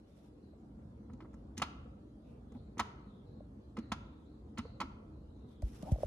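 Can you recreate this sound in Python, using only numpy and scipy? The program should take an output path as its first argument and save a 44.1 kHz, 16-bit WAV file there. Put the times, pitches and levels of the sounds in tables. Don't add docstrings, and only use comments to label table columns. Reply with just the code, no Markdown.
import sys
import numpy as np
from scipy import signal
from scipy.fft import rfft, irfft, next_fast_len
from scipy.io import wavfile
from scipy.ndimage import uniform_filter1d

SR = 44100
rng = np.random.default_rng(int(sys.argv[2]) if len(sys.argv) > 2 else 0)


def materialize(psi):
    bounded = np.clip(np.atleast_2d(psi).T, -1, 1)
    quanta = np.round(bounded * 32767).astype(np.int16)
    wavfile.write(sys.argv[1], SR, quanta)


def invert_db(level):
    return 10 ** (np.asarray(level, dtype=float) / 20)


N = 267642

# (frequency [Hz], left-right likeness [-1..1])
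ROOM_LIKENESS = [(60, 1), (130, 0.98), (290, 0.97), (640, 0.085), (1410, -0.12), (3100, -0.43),
                 (6820, 0.28), (11000, -0.56), (13000, -.85)]


def evened(x):
    return x / np.sqrt(np.mean(x ** 2) + 1e-20)


def read(points, hz):
    f, value = np.transpose(points)
    return np.interp(np.log(hz + 1), np.log(f + 1), value)


def add(mix, s, sound):
    part = mix[round(s * SR):][:len(sound)]
    part += sound[:len(part)]


def filtered(x, gain):
    size = next_fast_len(N)
    return irfft(rfft(x, size) * gain(np.fft.rfftfreq(size, 1 / SR)), size)[..., :N]


def second_port(left, other, likeness, hz):
    same = np.clip(read(likeness, hz), -1, 1)[:, None]
    return np.array([left, same * left + np.sqrt(1 - same ** 2) * other])


def noise(shape, likeness, patchy_db, size=1024):
    frames, hz = 2 * N // size + 5, np.fft.rfftfreq(size, 1 / SR)
    a, b, c, d, patches = rng.standard_normal((frames, len(hz), 5)).T
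    patches = uniform_filter1d(patches, size=4, axis=0)
    patches = evened(uniform_filter1d(patches, size=5, axis=1))
    z = second_port(a + 1j * b, c + 1j * d, likeness, hz)
    z = z * invert_db(read(shape, hz)[:, None] + patchy_db * patches)
    return evened(signal.istft(z, window="cosine", nperseg=size, noverlap=size // 2)[1][:, :N])


def kettle():
    # (time [s], strength [dB])
    heat = [(0.0, -58.5), (0.24, -58.5), (0.59, -56), (0.78, -54.5), (1.28, -53), (1.81, -53), (2.11, -57),
            (2.31, -53.5), (2.41, -53.5), (3.05, -54), (3.66, -55.5), (3.95, -53), (4.29, -55),
            (4.72, -52.5), (5.42, -54.5), (5.96, -51), (6.06, -49.5)]
    # (frequency [Hz], density [dB per Hz])
    boom_colour = [(25, -45), (45, -24.5), (62, 4.5), (78, -8), (100, -8), (140, -7), (250, -50),
                   (500, -110)]
    # (frequency [Hz], density [dB per Hz])
    simmer_colour = [(60, -30.5), (95, -0.5), (170, -8.5), (212, 2), (245, -4), (310, -4.5), (345, -11),
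                     (440, -11.5), (600, -18), (1350, -31), (1800, -43), (3000, -74), (5000, -120)]
    # (frequency [Hz], density [dB per Hz])
    hiss_colour = [(700, -28), (1300, -9.5), (2500, -11.5), (4300, -13), (5200, -17.5), (11000, -23),
                   (12500, -25), (15700, -38), (16300, -63)]
    t = np.arange(N) / SR
    boil_db = np.interp(t, *np.transpose(heat)) + 54
    boom = invert_db(-55.5 + 1.85 * boil_db) * noise(boom_colour, ROOM_LIKENESS, patchy_db=-0.3, size=2048)
    slow_noise = signal.lfilter(*signal.butter(2, 60 / SR), rng.standard_normal(N))
    simmer_db = -55 + 0.94 * boil_db + 0.64 * evened(slow_noise)
    simmer = invert_db(simmer_db) * noise(simmer_colour, ROOM_LIKENESS, patchy_db=2.5, size=2048)
    hiss = invert_db(-82.5) * noise(hiss_colour, ROOM_LIKENESS, patchy_db=3.5)
    wander = np.cumsum(0.04 * rng.standard_normal((2, N)), 1)
    whine = invert_db(-100) * np.sin(2 * np.pi * 10060 * t + wander)
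    return boom + simmer + hiss + whine


def case_ticks():
    # (time [s], level [dB])
    ticks = [
        (0.001, -59),
        (5.6206, -34.5),
        (5.824, -32),
        (5.9117, -38),
        (5.918, -28.5),
        (6.03, -33),
    ]
    t, t60_s, rise_s = np.arange(12000) / SR, 0.035, 0.00045
    strength = np.zeros(N)
    for s, db in ticks:
        add(strength, s, invert_db(db - 22.0 - 60 * t / t60_s) * (1 - np.exp(-t / rise_s)))
    return strength


def skin_strokes():
    # (start [s], length [s], rub [dB], scrape in the hollow [dB])
    strokes = [(0.043, 0.11, -87.5, -83), (0.108, 0.15, -85, -70.5), (0.205, 0.11, -86.5, -68),
               (2.217, 0.17, -93, -72), (2.495, 0.12, -92, -63), (5.444, 0.14, -86, -86),
               (5.602, .13, -77, -70), (5.656, 0.2, -75.5, -72), (5.741, 0.038, -77, -75),
               (5.766, 0.22, -73.5, -52.5), (5.904, 0.25, -72.5, -62)]
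    rub, scrape = np.zeros((2, N))
    for s, length, rub_db, scrape_db in strokes:
        stroke = signal.windows.tukey(round(length * SR), 0.99)
        add(rub, s, stroke * invert_db(rub_db + 7.0))
        add(scrape, s, stroke * invert_db(scrape_db))
    stick_slip = evened(uniform_filter1d(rng.standard_normal(N), size=250))
    return rub * invert_db(1.37 * stick_slip), scrape


def case_knocks():
    # (time [s], level [dB], pitch [Hz])
    knocks = [(0.534, -53.5, 593), (3.406, -44.5, 580), (5.625, -41, 620), (5.83, -40.5, 610),
              (5.85, -53, 535), (5.877, -45, 620), (5.916, -37, 583), (5.959, -40, 630), (5.985, -41, 550),
              (5.862, -46, 590), (6.005, -44, 600), (6.015, -57, 660), (6.033, -23, 587)]
    t, t60_s, rise_s = np.arange(12000) / SR, 0.023, 0.0017
    out = np.zeros(N)
    for s, db, hz in knocks:
        envelope = invert_db(db + 8 - 60 * t / t60_s) * (1 - np.exp(-t / rise_s))
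        add(out, s, envelope * np.sin(2 * np.pi * hz * t))
    return out


def air_shoves():
    # (time [s], level [dB], first pitch [Hz], last pitch [Hz])
    shoves = [
        (5.633, -24, 90, 51.6),
        (5.829, -30, 316, 129),
        (5.919, -18.5, 266, 55),
        (6.042, -34, 124, 80),
    ]
    t, glide_s, rise_s = np.arange(12000) / SR, 0.0056, 0.0083
    out = np.zeros(N)
    for s, db, first_hz, last_hz in shoves:
        turns = np.cumsum(last_hz + (first_hz - last_hz) * np.exp(-t / glide_s)) / SR
        fade_db = -60 * t * last_hz / 5.43
        swing = np.sin(2 * np.pi * turns)
        add(out, s, -invert_db(db + 7.5 + fade_db) * (1 - np.exp(-t / rise_s)) * swing)
    return out


def hand():
    # (frequency [Hz], density [dB per Hz])
    nail_colour = [(500, -16), (1800, -1), (4000, -4), (5500, -2), (9500, -3), (12000, -8), (15800, -6),
                   (16300, -60)]
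    # (frequency [Hz], density [dB per Hz])
    rub_colour = [(500, -28), (1200, -7.5), (2000, -8), (3500, -7.5), (4800, -11.5), (5500, -6),
                  (6600, -13), (11500, -12), (13000, -10.5), (15700, -21), (16300, -63)]
    # (frequency [Hz], left-right likeness [-1..1])
    case_likeness = [(60, .99), (240, -0.093), (950, 0.72), (3770, 0.075), (11500, -0.39), (13000, -1)]
    # (frequency [Hz], density [dB per Hz])
    hollow = [(120, -58), (250, -45), (450, 2), (620, -3), (800, -1.0), (1300, -29), (2500, -84)]
    ticks = case_ticks() * noise(nail_colour, case_likeness, patchy_db=1, size=256)
    rub, scrape = skin_strokes()
    rub = rub * noise(rub_colour, case_likeness, patchy_db=1.7, size=256)
    scrape = scrape * noise(hollow, case_likeness, patchy_db=7.0, size=512)
    knock, shove = case_knocks(), air_shoves()
    late = np.roll(knock, 7) + np.roll(shove, 20)
    return np.array([late, knock + shove]) + rub + ticks + scrape


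def steam():
    # (start [s], length [s], level
    # [dB], first centre [Hz], last centre [Hz])
    puffs = [(.1, 0.19, -90, 3700, 3550), (0.423, 0.14, -83.5, 4200, 4000), (2.98, .14, -84, 4130, 4130),
             (2.23, 0.092, -85, 3700, 3500), (2.24, .17, -82.5, 2550, 2610), (3.792, 0.14, -77, 2000, 1770),
             (2.488, 0.16, -81.5, 3500, 3560), (2.552, 0.19, -82, 4150, 3960),
             (3.08, 0.19, -78.5, 3700, 3440), (3.253, .22, -81.5, 4150, 4000), (3.6, 0.09, -89, 4450, 4400),
             (3.76, 0.25, -78, 4250, 3920), (4.012, 0.3, -82, 3900, 3520), (4.253, 0.18, -83.5, 4050, 3930),
             (4.574, 0.25, -74.5, 4330, 4080), (5.101, 0.25, -88, 4200, 3900),
             (5.299, 0.36, -84, 3900, 3850), (5.479, 0.21, -80.5, 3500, 3500)]
    low_noise = signal.lfilter(*signal.butter(2, 480 / SR), rng.standard_normal((2, 2, N)))
    fuzz = evened(low_noise)
    sputter = evened(uniform_filter1d(rng.standard_normal(N), size=1200))
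    t, out = np.arange(N) / SR, np.zeros((2, N))
    for s, length, db, first_hz, last_hz in puffs:
        u = np.clip((t - s) / length, 0, 1)
        on = (u > 0) & (u < 1)
        centre_hz = 60 * sputter[::-1] + first_hz + (last_hz - first_hz) * u
        turn = 2 * np.pi * np.cumsum(centre_hz[on]) / SR
        swell = invert_db(db + 1.1 * sputter[on]) * np.sin(np.pi * u[on] ** 0.7) ** 0.6
        out[:, on] += swell * (fuzz[0][:, on] * np.cos(turn) + fuzz[1][:, on] * np.sin(turn))
    return out


def ring(modes, spread_db, rise_s):
    t, out = np.arange(20000) / SR, 0
    luck = rng.standard_normal((len(modes), 2))
    for (hz, db, t60), (strength, side) in zip(modes, luck):
        fade = invert_db(db + spread_db * strength - 60 * t / t60)
        out = out + np.sign(side) * fade * np.sin(2 * np.pi * hz * t)
    out = out * (1 - np.exp(-t / rise_s)) * np.cos(np.pi / 2 * t / t[-1])
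    return out / abs(out).max()


def burst(db, rise_s, t60):
    t = np.arange(3000) / SR
    return invert_db(db - 60 * t / t60) * (1 - np.exp(-(t / rise_s) ** 2)) * rng.standard_normal(len(t))


def latch():
    # (time [s], snap [dB], hardness [dB], edge [dB], weight on the jug [dB])
    touches = [(1.097, -51.5, -63, 1, -50), (1.132, -60, -11.5, 8, -45), (1.204, -46, -18.5, -19, -59),
               (1.221, -53.5, -19, -7, -49.5), (1.246, -53.5, -39, 5, -56), (1.254, -56, -34, -9, -73),
               (1.332, -58, -28, 18, -66), (1.34, -54, -29, 21, -49.5), (2.519, -60, -15.5, 10.5, -50),
               (2.549, -57.5, -22.5, -10, -45), (4.652, -50.5, -50, 7, -48)]
    # (time [s], snap [dB], hardness [dB], edge [dB], weight on the jug [dB])
    presses = [(1.569, -56, 3, -2, -54), (1.576, -43.5, -4, 16, -43.5), (1.585, -56, -20, -6, -45),
               (1.596, -42.5, -10, 1, -46.5), (2.771, -45, -37, 3, -44), (2.779, -46.5, -6.5, 8.5, -46.5),
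               (3.768, -36, -18, 1, -56), (3.778, -52, -17, -1, -40.5), (3.785, -44, -12.5, 3, -37.5),
               (4.574, -39, -8.5, -8, -47.5), (4.581, -40, -20.5, 21, -39.5), (4.588, -35, -12, -8, -39)]
    # (time [s], snap [dB], hardness [dB], edge [dB], weight on the jug [dB])
    snaps = [(1.618, -22, -13, 3, -41), (1.622, -26, -14, -17, -43), (1.632, -50, 1.5, 3, -57),
             (2.793, -22, -13.5, 1.5, -43.5), (2.797, -25, -15, 5, -46), (2.803, -26.5, -20, -20, -45),
             (3.918, -26, -12, 1.5, -40.5), (3.921, -32.5, -18, -7, -42), (3.931, -50, -9, 8, -56),
             (4.802, -28.5, -13, 0.5, -42.5), (4.813, -25.5, -19.5, -0.5, -57), (4.828, -61, 4, -20, -46)]
    # (frequency [Hz], level [dB], t60
    # [s])
    lid_modes = [(563, -7, 0.016), (683, -9.5, 0.026), (838, -9, 0.029), (990, -0.5, 0.014),
                 (1105, 2.5, 0.011), (1140, -3.5, 0.006), (1310, -10, 0.068), (1396, -36, 0.55),
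                 (1840, -22, 0.013), (2034, -11, 0.033), (2470, 6, 0.0044), (2450, -12, 0.0038),
                 (2800, -24, 0.025), (3620, -32, 0.036)]
    # (frequency [Hz], level [dB], t60 [s])
    jug_modes = [(90, -12.5, 0.21), (208.3, -1.5, 0.048), (324, -7.5, 0.073), (472, -10, 0.039)]
    # (frequency [Hz], density [dB per Hz])
    rattle_colour = [(250, -33), (600, -13), (1000, 4.5), (1300, -1), (1520, -8.5), (2200, -12.5),
                     (4000, -43.5)]
    # (frequency [Hz], density [dB per Hz])
    crack_colour = [(800, -43), (1650, -6), (2050, -2), (3000, 1.5), (4000, -5.5), (5000, -5.5),
                    (8000, -35)]
    # (frequency [Hz], density [dB per Hz])
    sizzle_colour = [(3000, -18), (5400, -7), (6500, 0), (7600, -11.5), (10000, -11.5), (12000, -15.5),
                     (15200, -37), (15900, -66)]
    rings, rattles, cracks, sizzles = np.zeros((4, N))
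    for rows, low_hz, high_hz in ((touches, 224, 245), (presses, 224, 245), (snaps, 202, 278)):
        for s, snap_db, hardness_db, edge_db, jug_db in rows:
            tilt_db = 0.3 * (hardness_db + 18)
            struck = [(hz, db + tilt_db * np.log2(hz / 1100), t60) for hz, db, t60 in lid_modes]
            rocking = (rng.uniform(low_hz, high_hz), 0.1, 0.09)
            add(rings, s, invert_db(snap_db - 4.5) * ring(struck, spread_db=-2.5, rise_s=0.002))
            add(rings, s, invert_db(jug_db + 5.0) * ring([*jug_modes, rocking], spread_db=7.0, rise_s=0.0049))
            crack_db = snap_db + hardness_db
            add(rattles, s, burst(snap_db + 6.0, rise_s=0.0012, t60=0.066))
            add(cracks, s, burst(crack_db + 12.5, rise_s=0.0022, t60=0.06))
            add(sizzles, s, burst(crack_db + edge_db + 13.5, rise_s=0.0038, t60=0.027))
    rattle = filtered(rattles, lambda hz: invert_db(read(rattle_colour, hz)))
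    crack = filtered(cracks, lambda hz: invert_db(read(crack_colour, hz)))
    sizzle = filtered(sizzles, lambda hz: invert_db(read(sizzle_colour, hz)))
    return rings + rattle + crack + sizzle


def ports(x):
    # (frequency [Hz], lead of the left port [rad])
    lead = [(0, 0), (2070, .3), (2670, 2.3), (4310, .9), (5770, 7.8), (7580, 7.1), (9040, 7.8),
            (10900, 8.5), (12300, 8.85), (16000, 8.8)]
    level = invert_db([[-0.6], [0.6]])
    return filtered(x, lambda hz: level * np.exp(np.outer([0.5j, -0.5j], read(lead, hz))))


def kitchen(x):
    # (frequency [Hz], t60 [s])
    decay = [(200, 0.2), (1000, 0.79), (1370, 0.93), (1800, 0.69), (3200, 0.64), (8000, 0.38),
             (12000, 0.26), (15000, 0.042)]
    taps = np.zeros((2, SR))
    at = np.arange(300, SR - 20, 20) + rng.integers(0, 20, (2, (SR - 301) // 20))
    np.put_along_axis(taps, at, rng.choice([-1., 1.], at.shape), 1)
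    hz, t, z = signal.stft(taps, SR, nperseg=256)
    z = second_port(z[0], z[1], ROOM_LIKENESS, hz)
    tail = signal.istft(z * invert_db(-60 * t / read(decay, hz)[:, None]), SR, nperseg=256)[1]
    return signal.fftconvolve(x[None], tail / np.linalg.norm(tail[0]), axes=1)[:, :N]


def scene():
    steady = kettle() + hand() + steam()
    lid = latch()
    echo_turn = 2 * np.pi * 27 * np.arange(N) / SR
    echoes = kitchen(lid * np.cos(echo_turn)) + kitchen(lid * np.sin(echo_turn))
    return steady + ports(lid) + invert_db(-17.5) * echoes


def top_cut(x):
    return signal.sosfilt(signal.butter(12, 16180, fs=SR, output="sos"), x)


def record(dry):
    heard = filtered(dry, lambda hz: hz ** 4 / (hz ** 4 + 28 ** 4))
    return top_cut(heard)


dry = scene()
out = record(dry)
materialize(out)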